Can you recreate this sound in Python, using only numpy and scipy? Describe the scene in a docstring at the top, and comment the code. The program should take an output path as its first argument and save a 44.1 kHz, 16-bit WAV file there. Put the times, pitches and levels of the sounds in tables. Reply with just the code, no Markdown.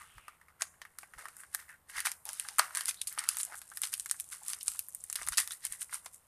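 """In a concrete work area, close by, two hands open a small carton, toss it aside and peel the thin
plastic sleeve off a ball bearing. Creases buckle in sharp snaps, each a filtered pulse with a ring, and in
avalanches of tiny random pulses; card and cupped fingers add a hollow resonance. Narrow noise gives the
sliding, short low pulses the knocks, shaped noise the air and soft bumps.
Convolution with a decaying noise tail adds the faint room and a late wall echo."""
import sys
import numpy as np
from scipy import signal
from scipy.fft import rfft, irfft
from scipy.io import wavfile
from scipy.ndimage import uniform_filter1d

SR = 44100
rng = np.random.default_rng(int(sys.argv[2]) if len(sys.argv) > 2 else 0)


def wav_out(sig):
    """Save sig, one row per channel (or a flat mono array), as 16-bit PCM at SR to the path in sys.argv[1]."""
    wavfile.write(sys.argv[1], SR, np.round(np.clip(np.atleast_2d(sig).T, -1, 1) * 32767).astype(np.int16))


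N = 276507

# Still air. Each row: frequency in Hz, relative level in dB per Hz.
AIR_SPECTRUM = [(20, -6), (45, -6.5), (80, 5), (120, -6.5), (170, -4), (250, -13), (500, -10.5),
                (1100, -8.5), (1800, -19), (3000, -22.5), (6000, -28.5), (9400, -20), (14000, -19)]
AIR_DB = -70
# Low bumps of the hands. Each row: frequency in Hz, relative level in dB per Hz.
BUMP_SPECTRUM = [(15, -15), (45, 7), (80, -5), (115, -3), (170, -12.5), (260, -26.5), (500, -31)]
# Soft bumps of the hands. Each row: time of the peak in seconds, level in dB.
BUMPS = [(0.174, -57.5), (0.82, -66), (1.165, -60), (1.98, -65), (4.695, -66), (5.04, -71), (5.21, -60),
         (5.27, -58), (5.315, -57), (5.395, -61.5), (5.71, -61)]
# Reverberation time of the room. Each row: frequency in Hz, time to fall by 60 dB in seconds.
ROOM_T60 = [(300, 0.98), (1500, 0.4), (4000, 0.15), (9000, 0.45), (14000, 0.62)]
# Swishes and squeaks of sliding. 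Each row: start in seconds, length in seconds, first frequency in Hz,
# last frequency in Hz, width of each of two resonances in Hz, level in dB.
SLIDES = [(0, 0.4, 3060, 2170, 1000, -69.5), (1.154, 0.17, 523, 613, 348, -71),
          (1.677, 0.087, 1730, 1600, 446, -59), (1.935, 0.085, 1730, 1720, 395, -49),
          (2.249, 0.072, 800, 875, 365, -57.5), (2.961, 0.051, 3850, 4000, 800, -61),
          (3.012, 0.01, 3670, 3730, 1080, -40), (3.458, 0.112, 825, 760, 407, -61.5),
          (2.425, 0.13, 887, 820, 250, -65.5), (4.407, 0.046, 850, 875, 200, -63.5),
          (5.501, 0.034, 3350, 4070, 500, -50)]
# Dull knocks of carton and fingers. Each row: start in seconds, level in dB over 10 ms.
KNOCKS = [(0.6207, -48), (1.032, -54), (1.183, -59), (1.256, -58.5), (2.07, -61), (2.595, -31.5),
          (3.177, -51.5), (3.523, -56), (5.216, -49), (6.0613, -51.5)]
# Spectrum of a knock. Each row: frequency in Hz, relative level in dB per Hz.
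THUD_SPECTRUM = [(50, -44), (130, -31.5), (220, -30.5), (320, -12), (450, -14.5), (560, -6.5), (700, 0),
                 (950, 1.5), (1400, -11), (4000, -44)]
# Three bands heard with each buckle: bright crack of the film, a midrange ring from about 2.4 to 6 kHz, hollow
# note of card and fingers. Each row of the three: frequency in Hz, relative level in dB per Hz.
FILM_SPECTRUM = [(100, -78), (1000, -77), (3500, -38.5), (6000, -15), (7500, -6.5), (8600, -1), (9400, 1),
                 (10300, -2), (11200, -6.5), (12600, -11.5), (14300, -20)]
MIDRANGE_SPECTRUM = [(100, -49), (700, -59), (1400, -26.5), (2400, -1.5), (2800, 0), (3350, 0.5), (3900, 1),
                     (4700, 2.5), (5500, 1), (6300, 1.5), (9000, -18.5)]
HOLLOW_SPECTRUM = [(60, -66.5), (200, -36), (450, -29), (750, -10), (1080, -2.5), (1230, 0), (1380, -0.5),
                   (1600, -1.5), (1870, 0.5), (2150, -0.5), (2500, -8.5), (4500, -24.5)]
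# The hollow is retuned by the grip. Each row: time in seconds, resonance in Hz.
GRIP = [(0.0, 1210), (0.45, 1280), (0.8, 1750), (1.25, 1400), (1.7, 1870), (2.1, 1620), (2.28, 940),
        (2.42, 1740), (2.62, 1240), (2.75, 1750), (3.2, 1440), (4.15, 1610), (4.45, 1090), (5.12, 1890),
        (5.25, 1070), (5.38, 1860), (5.75, 1880), (6.05, 1020)]
# The fingers never rest. Each row: time in seconds, level in dB of the faint rustle of the film, level in dB
# of rubbing in the hollow, both before the shares below.
HANDLING = [(0.0, -57.5, -56), (0.57, -76.5, -66.5), (1.41, -57.5, -63), (1.9, -78, -90), (2.08, -83, -101),
            (2.41, -50, -49), (2.69, -66, -68), (3.02, -67, -65), (3.32, -65, -51), (3.65, -57, -64),
            (4.03, -48, -66), (4.19, -55.5, -74), (4.57, -52, -51.5), (4.8, -63.5, -108), (5.1, -53, -63),
            (5.31, -56, -69), (5.54, -62, -73), (6.27, -67, -69.5)]
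# dB added for each part; film and midrange follow the rustle, the hollow follows the rubbing
FILM_SHARE_DB, MIDRANGE_SHARE_DB, HOLLOW_SHARE_DB = -6, -18.5, -10.5
# Squeezes and pulls that release many tiny buckles. Each row: time of the peak in seconds, rise in seconds,
# fall in seconds, film level in dB, midrange level in dB re film, hollow level in dB re film.
RUSTLES = [(0.02, 0.055, 0.032, -60.5, -7, 7), (0.611, 0.0052, 0.018, -44.5, -7, 1.5),
           (1.012, 0.0037, 0.03, -56, -10, -16), (1.185, 0.005, 0.062, -52.5, -7, 2),
           (1.4, 0.013, 0.023, -48.5, -24, -9), (1.545, 0.011, 0.005, -46.5, -11, -7.5),
           (1.595, 0.014, 0.029, -54, -5, 2), (1.693, 0.0085, 0.031, -57, -10, 4),
           (1.898, 0.0068, 0.02, -49.5, -9, -3), (1.982, 0.023, 0.027, -40.5, -2.5, 2),
           (2.055, 0.003, 0.021, -30, -5, -5.5), (2.258, 0.003, 0.39, -51, -5.5, -11),
           (2.59, 0.0013, 0.034, -51, 9, 17.5), (2.777, 0.02, 0.048, -40, -8, -2.5),
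           (2.893, 0.01, 0.007, -28, -5.5, -14.5), (3.075, 0.0015, 0.017, -34, -12, -24.5),
           (3.115, 0.004, 0.043, -52, -6, -3.5), (3.19, 0.011, 0.078, -50, -3.5, 5),
           (3.295, 0.016, 0.11, -44, -6, -9.5), (3.409, 0.017, 0.0092, -33, -14, -26),
           (3.541, 0.024, 0.012, -60, -3, 10), (3.587, 0.022, 0.006, -43.5, -21, -26),
           (3.766, 0.025, 0.007, -49, -18, -21), (3.84, 0.0094, 0.021, -35.5, -5.5, -11),
           (3.933, 0.0062, 0.0099, -34.5, -12, -13.5), (4.192, 0.0053, 0.01, -55, -3.5, -8),
           (4.323, 0.0048, 0.025, -40, -9.5, -9), (4.502, 0.029, 0.027, -38, -11, -16),
           (4.611, 0.0039, 0.012, -45.5, -2, -31), (4.67, 0.008, 0.051, -40, -13, -21),
           (4.754, 0.071, 0.058, -49.5, -11, -20), (5.165, 0.005, 0.079, -49, -4.5, -4),
           (5.331, 0.0072, 0.015, -41, 0.5, -12), (5.388, 0.0053, 0.021, -27, -7, -7.5),
           (5.522, 0.012, 0.022, -40, -12.5, -14), (5.653, 0.014, 0.012, -42, -4, -6.5),
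           (5.735, 0.031, 0.025, -45, -12, -10), (5.821, 0.012, 0.012, -35, -15, -17),
           (5.942, 0.014, 0.02, -37, -8.5, -10), (6.064, 0.017, 0.013, -48.5, -19, -11),
           (6.141, 0.011, 0.022, -50, -19, -22)]
# Single buckles, loud and faint. Each row: start in seconds, level in dB of the bright crack over 3 ms,
# midrange ring in dB re crack, hollow note in dB re crack, centre of the crack in Hz.
SNAPS = [(0.6208, -24.5, -5.5, -9.5, 7500), (0.8173, -53, 5, 9, 8100), (0.9867, -38.5, -9.5, -7.5, 10100),
         (1.2852, -46.5, -8, -1, 9900), (1.3674, -45.5, -19, -11, 9000), (1.5481, -26, -13, -8, 10000),
         (2.004, -31, -7, -16, 9500), (2.06, -28, -12, -13, 9800), (2.117, -33, -6.5, -16, 9300),
         (2.254, -37.5, -15, -28, 9400), (2.2905, -35.5, -3, -8, 9200), (2.3321, -35, -13, -21, 10300),
         (2.3979, -28, -9.5, -19.5, 9400), (2.4868, -35.5, -2, -7, 8900), (2.5849, -23.5, -23, -5, 9400),
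         (2.5921, -21, -13, -8, 9800), (2.5949, -21.5, 0, 3, 8000), (2.7501, -31, -6, -9, 8700),
         (2.7563, -35, -7, -10, 9100), (2.7721, -28, -9, -7.5, 8850), (2.809, -32.5, -4, -10, 8860),
         (2.8569, -29, -10.5, -22, 9500), (2.869, -45, -19, -22, 8300), (2.8828, -28.5, -13, -10.5, 9200),
         (2.91, -38, -3, -12, 9500), (2.944, -46.5, -4.5, -14, 9300), (3.016, -28.5, -7, -26.5, 8600),
         (3.0725, -35, -4.5, -31, 9250), (3.1267, -36, -21, -25, 11200), (3.187, -33, -1.5, -10, 8700),
         (3.192, -27, -11.5, -36, 8600), (3.239, -41, -5, -3, 8100), (3.2893, -19, -8.5, -21.5, 9200),
         (3.3699, -32, -9.5, -10.5, 10200), (3.3862, -32, -22, -34, 8900), (3.4005, -36.5, -1, -8, 8600),
         (3.432, -27.5, -17.5, -29, 7860), (3.451, -33, -17, -30, 9450), (3.555, -45, -12, -20, 9700),
         (3.617, -45.5, -4.5, -7, 9600), (3.7727, -29, -14, -15.5, 11160), (3.818, -27, -21, -23, 9650),
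         (3.835, -30, -1.5, -9, 8850), (3.8723, -38, -8.5, -16, 9400), (3.9392, -28, -4.5, -18.5, 9400),
         (3.9978, -30, -13, -26, 8200), (4.0597, -36, -10.5, -6.5, 9100), (4.0974, -39.5, -2.5, -11, 9200),
         (4.1123, -22, -11.5, -17.5, 9100), (4.1999, -31, -13.5, -26, 9700),
         (4.2065, -35.5, -28, -37, 9150), (4.483, -30.5, -20, -32, 9200), (4.5335, -33, -2.5, -11.5, 9200),
         (4.6305, -35.5, -30, -43, 9850), (4.6813, -22, -12.5, -23.5, 8050), (4.7183, -40, -11, -18, 9900),
         (4.7924, -27, -12.5, -27.5, 10500), (4.8858, -37.5, -49, -22.5, 11000),
         (4.9489, -33, -25.5, -27, 10100), (5.0394, -36.5, -20.5, -25, 9600),
         (5.0999, -32.5, -12, -16, 8300), (5.1279, -31, -12, -20, 9200), (5.1565, -31.5, -4, -9.5, 9900),
         (5.1601, -31.5, -6.5, -22, 9000), (5.2217, -38.5, -17, -23, 8350), (5.2316, -41, -4, -14, 7800),
         (5.2666, -38, -12, -23, 9700), (5.274, -36, -6, -4, 9900), (5.2866, -24.5, -14, -11.5, 8900),
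         (5.3222, -37.5, -12, -5, 8800), (5.3733, -29.5, -2, -19, 9500), (5.377, -22.5, -9, -20, 8800),
         (5.382, -20, -2, -9, 8700), (5.402, -28, -12, -14, 9500), (5.4756, -36.5, -5.5, -11, 10100),
         (5.5082, -43, 2, -2, 8500), (5.6518, -28, -13.5, -19, 8900), (5.6673, -34.5, -10, -26, 9500),
         (5.7242, -33, -13.5, -23, 9000), (5.818, -34.5, -11.5, -17.5, 8500),
         (5.9438, -34.5, -28, -31, 8800), (6.0614, -45, -1, -2, 9250)]
# Fingers tap the card or cupped wrapping. Each row: start in seconds, level in dB of the hollow over 3 ms.
TAPS = [(0.01, -52), (0.1821, -48), (0.282, -41), (0.414, -56.5), (0.484, -55.5), (0.502, -63), (0.74, -63),
        (0.8522, -46.5), (1.032, -46), (1.137, -45.5), (1.1923, -46), (1.2557, -37.5), (1.4351, -46.5),
        (1.6926, -51), (2.0698, -29), (2.449, -46.5), (2.624, -38.5), (2.6544, -53.5), (2.707, -45.5),
        (3.1775, -36), (3.523, -42.5), (3.5439, -42), (3.717, -46.5), (4.144, -52.5), (4.751, -52),
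        (5.188, -44.5), (5.216, -38.5), (5.332, -40.5), (5.895, -51), (5.9276, -40)]
TAP_CRACK_DB, TAP_MIDRANGE_DB, TAP_CRACK_HZ = -13, -19.5, 9000  # levels against the tap's hollow note
# Span in which the sleeve is worked: start in seconds, end in seconds.
FILM_HELD = (2.3, 5.95)
TICK_HZ, TICK_COLOUR_DB = 8700, 6.5  # centre of a stray tick's crack, greatest upward change of colour
# an avalanche's level after a snap of -30 dB, dB more per dB of snap, its hollow against the snap's
AVALANCHE_DB, AVALANCHE_SLOPE, AVALANCHE_HOLLOW_DB = -43.5, 0.7, -4
AVALANCHE_RISE_S, AVALANCHE_FALL_S, AVALANCHE_DELAY_S = 0.0016, 0.012, 0.0022
LOADING_DB, LOADING_RISE_S, LOADING_FALL_S = -3.5, 0.002, 0.002  # creak of loading, dB re avalanche
EDGE_HZ = 14450  # upper band limit


def amp(db):
    """Level: an amplitude ratio is ten to the power of dB over 20."""
    return 10 ** (np.asarray(db) / 20)


def read(points, hz):
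    """Logarithmic frequency: a table of (Hz, value) is joined by lines on that axis."""
    f, value = np.transpose(points)
    return np.interp(np.log(hz + 1), np.log(f + 1), value)


def unit(x):
    """Normalization: the signal is scaled to rms 1."""
    return x / np.sqrt(np.mean(x ** 2) + 1e-30)


def add(mix, s, sound):
    """Superposition: a sound is summed into the mix at time s."""
    part = mix[max(round(s * SR), 0):][:len(sound)]
    part += sound[:len(part)]


def response(points, size=2048):
    """Transfer function: a spectrum table becomes gain by bin, with rms 1."""
    return unit(amp(read(points, np.fft.rfftfreq(size, 1 / SR))))


def causal(gain):
    """Minimum phase: the Hilbert transform of log gain gives the sharpest one-sided pulse."""
    two_sided = np.r_[gain, gain[-2:0:-1]]
    log_gain = np.log(np.maximum(two_sided, gain.max() * amp(-80)))
    return np.fft.ifft(np.exp(np.conj(signal.hilbert(log_gain)))).real


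def through(x, pulse):
    """Linear filtering: convolution with an impulse response, cut to the input's length."""
    return signal.oaconvolve(x, pulse)[:len(x)]


def ripple(depth_db, order, size=1025):
    """Modal irregularity: no two folds share the same random hills and valleys over frequency."""
    hills = rng.standard_normal(size)
    for _ in range(2):
        hills = uniform_filter1d(hills, order, mode="wrap")
    return amp(depth_db * np.minimum(unit(hills), 1))  # the peaks are damped, the notches stay deep


def scatter(decay_s, size=1024):
    """Diffuse decay: a dying random patter of unit energy that favours no pitch."""
    fade = np.exp(-np.arange(size) / SR / decay_s)
    patter = rng.standard_normal(size) * np.sqrt(fade)
    whitened = irfft(np.exp(1j * np.angle(rfft(patter))), size)
    tail = whitened * np.sqrt(fade)
    return tail / np.linalg.norm(tail)


def struck(ring_db, ring_s):
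    """Impulsive excitation: a single push followed by a dying patter."""
    push = amp(ring_db) * scatter(ring_s)
    push[0] += 1
    return push


def resonate(x, hz, width):
    """Resonance: a one-pole filter in a rotating frame has gain 1 at its peak and follows the curve hz."""
    turn = np.exp(2j * np.pi * np.cumsum(hz) / SR)
    r = np.exp(-np.pi * width / SR)
    return 2 * (turn * signal.lfilter([1 - r], [1, -r], x / turn)).real


def noise(points):
    """Stationary noise: white noise shaped to a spectrum, rms 1."""
    gain = amp(read(points, np.fft.rfftfreq(N, 1 / SR)))
    return unit(irfft(rfft(rng.standard_normal(N)) * gain, N))


def background(bump_s=0.019):
    """Ambient noise: quiet air, and low noise under Gaussian swells for the bumps of handling."""
    t = np.arange(N) / SR
    bumps = sum(amp(db) * np.exp(-((t - s) / bump_s) ** 2) for s, db in BUMPS)
    return amp(AIR_DB) * noise(AIR_SPECTRUM) + bumps * noise(BUMP_SPECTRUM)


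def room(x, tail_db=-17, echo_db=-30, echo_s=0.047, echo_spread_s=0.0053,
         max_blend=amp(-3), bounce_db=-19, bounce_s=0.005):
    """Reverberation: a thin diffuse tail dies band by band, with a smeared echo from a far wall."""
    hz, t, z = signal.stft(rng.standard_normal(SR), SR, nperseg=256)
    decay = amp(-60 * t / read(ROOM_T60, hz)[:, None])
    tail = signal.istft(z * decay, SR, nperseg=256)[1]
    tail[:round(.004 * SR)] = 0  # sound needs a moment to reach the nearest surface
    tail *= amp(tail_db) / np.linalg.norm(tail)
    add(tail, bounce_s, amp(bounce_db) * scatter(0.00052))  # first bounce off the floor
    add(tail, echo_s, amp(echo_db) * scatter(echo_spread_s))
    # the walls hear each fold from all sides, so its sharp peaks and notches average out
    z = signal.stft(x, SR, nperseg=256)[2]
    smooth = np.sqrt(abs(uniform_filter1d(abs(z) ** 2, size=7, axis=0)))
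    blend = np.clip(hz[:, None] / 5000, 0, 1) ** 2 * max_blend
    magnitude = (1 - blend) * abs(z) + blend * smooth
    spread = signal.istft(magnitude * np.exp(1j * np.angle(z)), SR, nperseg=256)[1]
    return through(spread[:N], tail)


def slides():
    """Sliding friction: noise in a narrow resonance that drifts during the stroke."""
    out = np.zeros(N)
    for s, length, first, last, width, db in SLIDES:
        hz = np.linspace(first, last, round(length * SR))
        rub = rng.standard_normal(len(hz))
        swish = resonate(resonate(rub, hz, width), hz, width)
        add(out, s, amp(db) * unit(swish * signal.windows.tukey(len(hz), .5)))
    return out


def knocks(ring_s=0.0071, ring_db=-3):
    """Damped impact: a soft blow on card gives one low push and a short ring."""
    out, span = np.zeros(N), .01 * SR
    for s, db in KNOCKS:
        thud = signal.fftconvolve(struck(ring_db, ring_s), causal(response(THUD_SPECTRUM)))
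        add(out, s, amp(db) * np.sqrt(span) * thud / np.linalg.norm(thud))
    return out


def buckles():
    """Shared mechanism: taps join the snap rows, as snaps that are nearly all hollow note."""
    taps = [(s, db + TAP_CRACK_DB, TAP_MIDRANGE_DB - TAP_CRACK_DB, -TAP_CRACK_DB, TAP_CRACK_HZ)
            for s, db in TAPS]
    return SNAPS + taps


def avalanches():
    """Avalanche: a creak leads up to each buckle, crackle follows; both grow more slowly than it."""
    usual_db, rows = -30, []
    for s, db, midrange, hollow, _ in buckles():
        level = AVALANCHE_DB + AVALANCHE_SLOPE * (db - usual_db)
        colour = midrange, hollow + AVALANCHE_HOLLOW_DB
        rows += [(s, LOADING_RISE_S, LOADING_FALL_S, level + LOADING_DB, *colour),
                 (s + AVALANCHE_DELAY_S, AVALANCHE_RISE_S, AVALANCHE_FALL_S, level, *colour)]
    return rows


def crackle(points, per_s, spread_db, ripple_db, rub_db, count=12):
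    """Shot noise: tiny buckles of uneven size on differently tuned folds, over the hiss of rubbing."""
    shape, out = response(points), np.zeros(N)
    for _ in range(count):
        sizes = amp(spread_db * np.minimum(rng.exponential(1, N), 4)) * rng.choice([-1, 1], N)
        pulses = sizes * (rng.random(N) < per_s / count / SR)
        out += through(pulses, causal(unit(shape * ripple(ripple_db, order=14))))
    rubbing = unit(through(rng.standard_normal(N), causal(shape)))
    return unit(out) + amp(rub_db) * rubbing


def levelled(x):
    """Automatic levelling: crackle is divided by its short-time rms, so the swells set its loudness."""
    return x / np.sqrt(uniform_filter1d(x ** 2, size=900) + 1e-9)


def rustles(grip_db=4, grip_width_hz=420):
    """Power addition: each squeeze swells and dies over steady handling, driving all three crackles."""
    t = np.arange(N) / SR
    times, film_db, rub_db = np.transpose(HANDLING)
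    steady = [film_db + FILM_SHARE_DB, film_db + MIDRANGE_SHARE_DB, rub_db + HOLLOW_SHARE_DB]
    power = amp([np.interp(t, times, level) for level in steady]) ** 2
    for s, rise, fall, db, midrange, hollow in RUSTLES + avalanches():
        near = slice(*np.searchsorted(t, [s - 6 * rise, s + 6 * fall]))
        swell = np.exp(np.minimum((t[near] - s) / rise, (s - t[near]) / fall))
        power[:, near] += (amp([[db], [db + midrange], [db + hollow]]) * swell) ** 2
    film = crackle(FILM_SPECTRUM, per_s=1800, spread_db=5.5, ripple_db=4, rub_db=-7)
    middle = crackle(MIDRANGE_SPECTRUM, per_s=850, spread_db=8.5, ripple_db=10, rub_db=1)
    body = crackle(HOLLOW_SPECTRUM, per_s=420, spread_db=4.0, ripple_db=11.5, rub_db=-8.5)
    grip_hz = np.interp(t, *np.transpose(GRIP))
    body = body + amp(grip_db) * resonate(body, grip_hz, grip_width_hz)
    return (np.sqrt(power) * [levelled(film), levelled(middle), levelled(body)]).sum(0)


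def ticks(over_db=5, spread_db=3, midrange_db=-21, hollow_db=-26, count=110):
    """Random occurrence: small stray buckles at chance moments while the film is in the hands."""
    times, film_db, _ = np.transpose(HANDLING)
    when, size, middle, hollow = rng.uniform(-0.82, 1, (count, 4)).T
    moments = np.interp(when, [-1, 1], FILM_HELD)
    levels = np.interp(moments, times, film_db) + over_db + spread_db * size
    midranges = midrange_db + TICK_COLOUR_DB * middle
    hollows = hollow_db + TICK_COLOUR_DB * hollow
    return list(zip(moments, levels, midranges, hollows, [TICK_HZ] * count))


def snaps(ripple_db=4, slip_db=-5, slip_s=0.00041, tilt_db=2.5, grip_db=6, grip_width_hz=260,
          bright_ring_db=-12, midrange_ring_db=-6, hollow_ring_db=-3,
          bright_ring_s=0.003, midrange_ring_s=0.0037, hollow_ring_s=0.0048):
    """Snap-through buckling: a crease flips with a crack and shudders; the lower parts ring on more."""
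    out, span, hz = np.zeros(N), round(.003 * SR), np.fft.rfftfreq(2048, 1 / SR)
    for s, db, midrange, hollow, centre in buckles() + ticks():
        # small folds crack higher than the sheet's usual 9.3 kHz, large ones lower
        lean = (centre - 9300) * (np.clip(hz, 5500, 14000) - 9300) / 1e6
        grip_hz = np.interp(s, *np.transpose(GRIP))
        cavity = 1 / (1 + ((hz - grip_hz) / grip_width_hz) ** 2)
        crack_shape = response(FILM_SPECTRUM) * amp(tilt_db * lean)
        hollow_shape = response(HOLLOW_SPECTRUM) * amp(grip_db * cavity)
        parts = [(crack_shape, 0, bright_ring_db, bright_ring_s),
                 (response(MIDRANGE_SPECTRUM), midrange, midrange_ring_db, midrange_ring_s),
                 (hollow_shape, hollow, hollow_ring_db, hollow_ring_s)]
        push = struck(slip_db, slip_s)
        for shape, rel_db, ring_db, ring_s in parts:
            drive = push + amp(ring_db) * scatter(ring_s)
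            sound = signal.fftconvolve(drive, causal(shape * ripple(ripple_db, order=22)))
            add(out, s, amp(db + rel_db) * sound / np.sqrt(np.mean(sound[:span] ** 2)))
    return out


def scene():
    """Direct and reflected sound: the hands' work close up, with the room behind it."""
    hands = snaps() + rustles() + slides() + knocks()
    return (hands + room(hands) + background())[None]


def record(dry):
    """Band limiting: a steep linear-phase low-pass removes the highest treble."""
    low_pass = signal.firwin(301, EDGE_HZ, window=("kaiser", 7), fs=SR)
    return signal.oaconvolve(dry, low_pass[None], "same")


dry = scene()
out = record(dry)
wav_out(out)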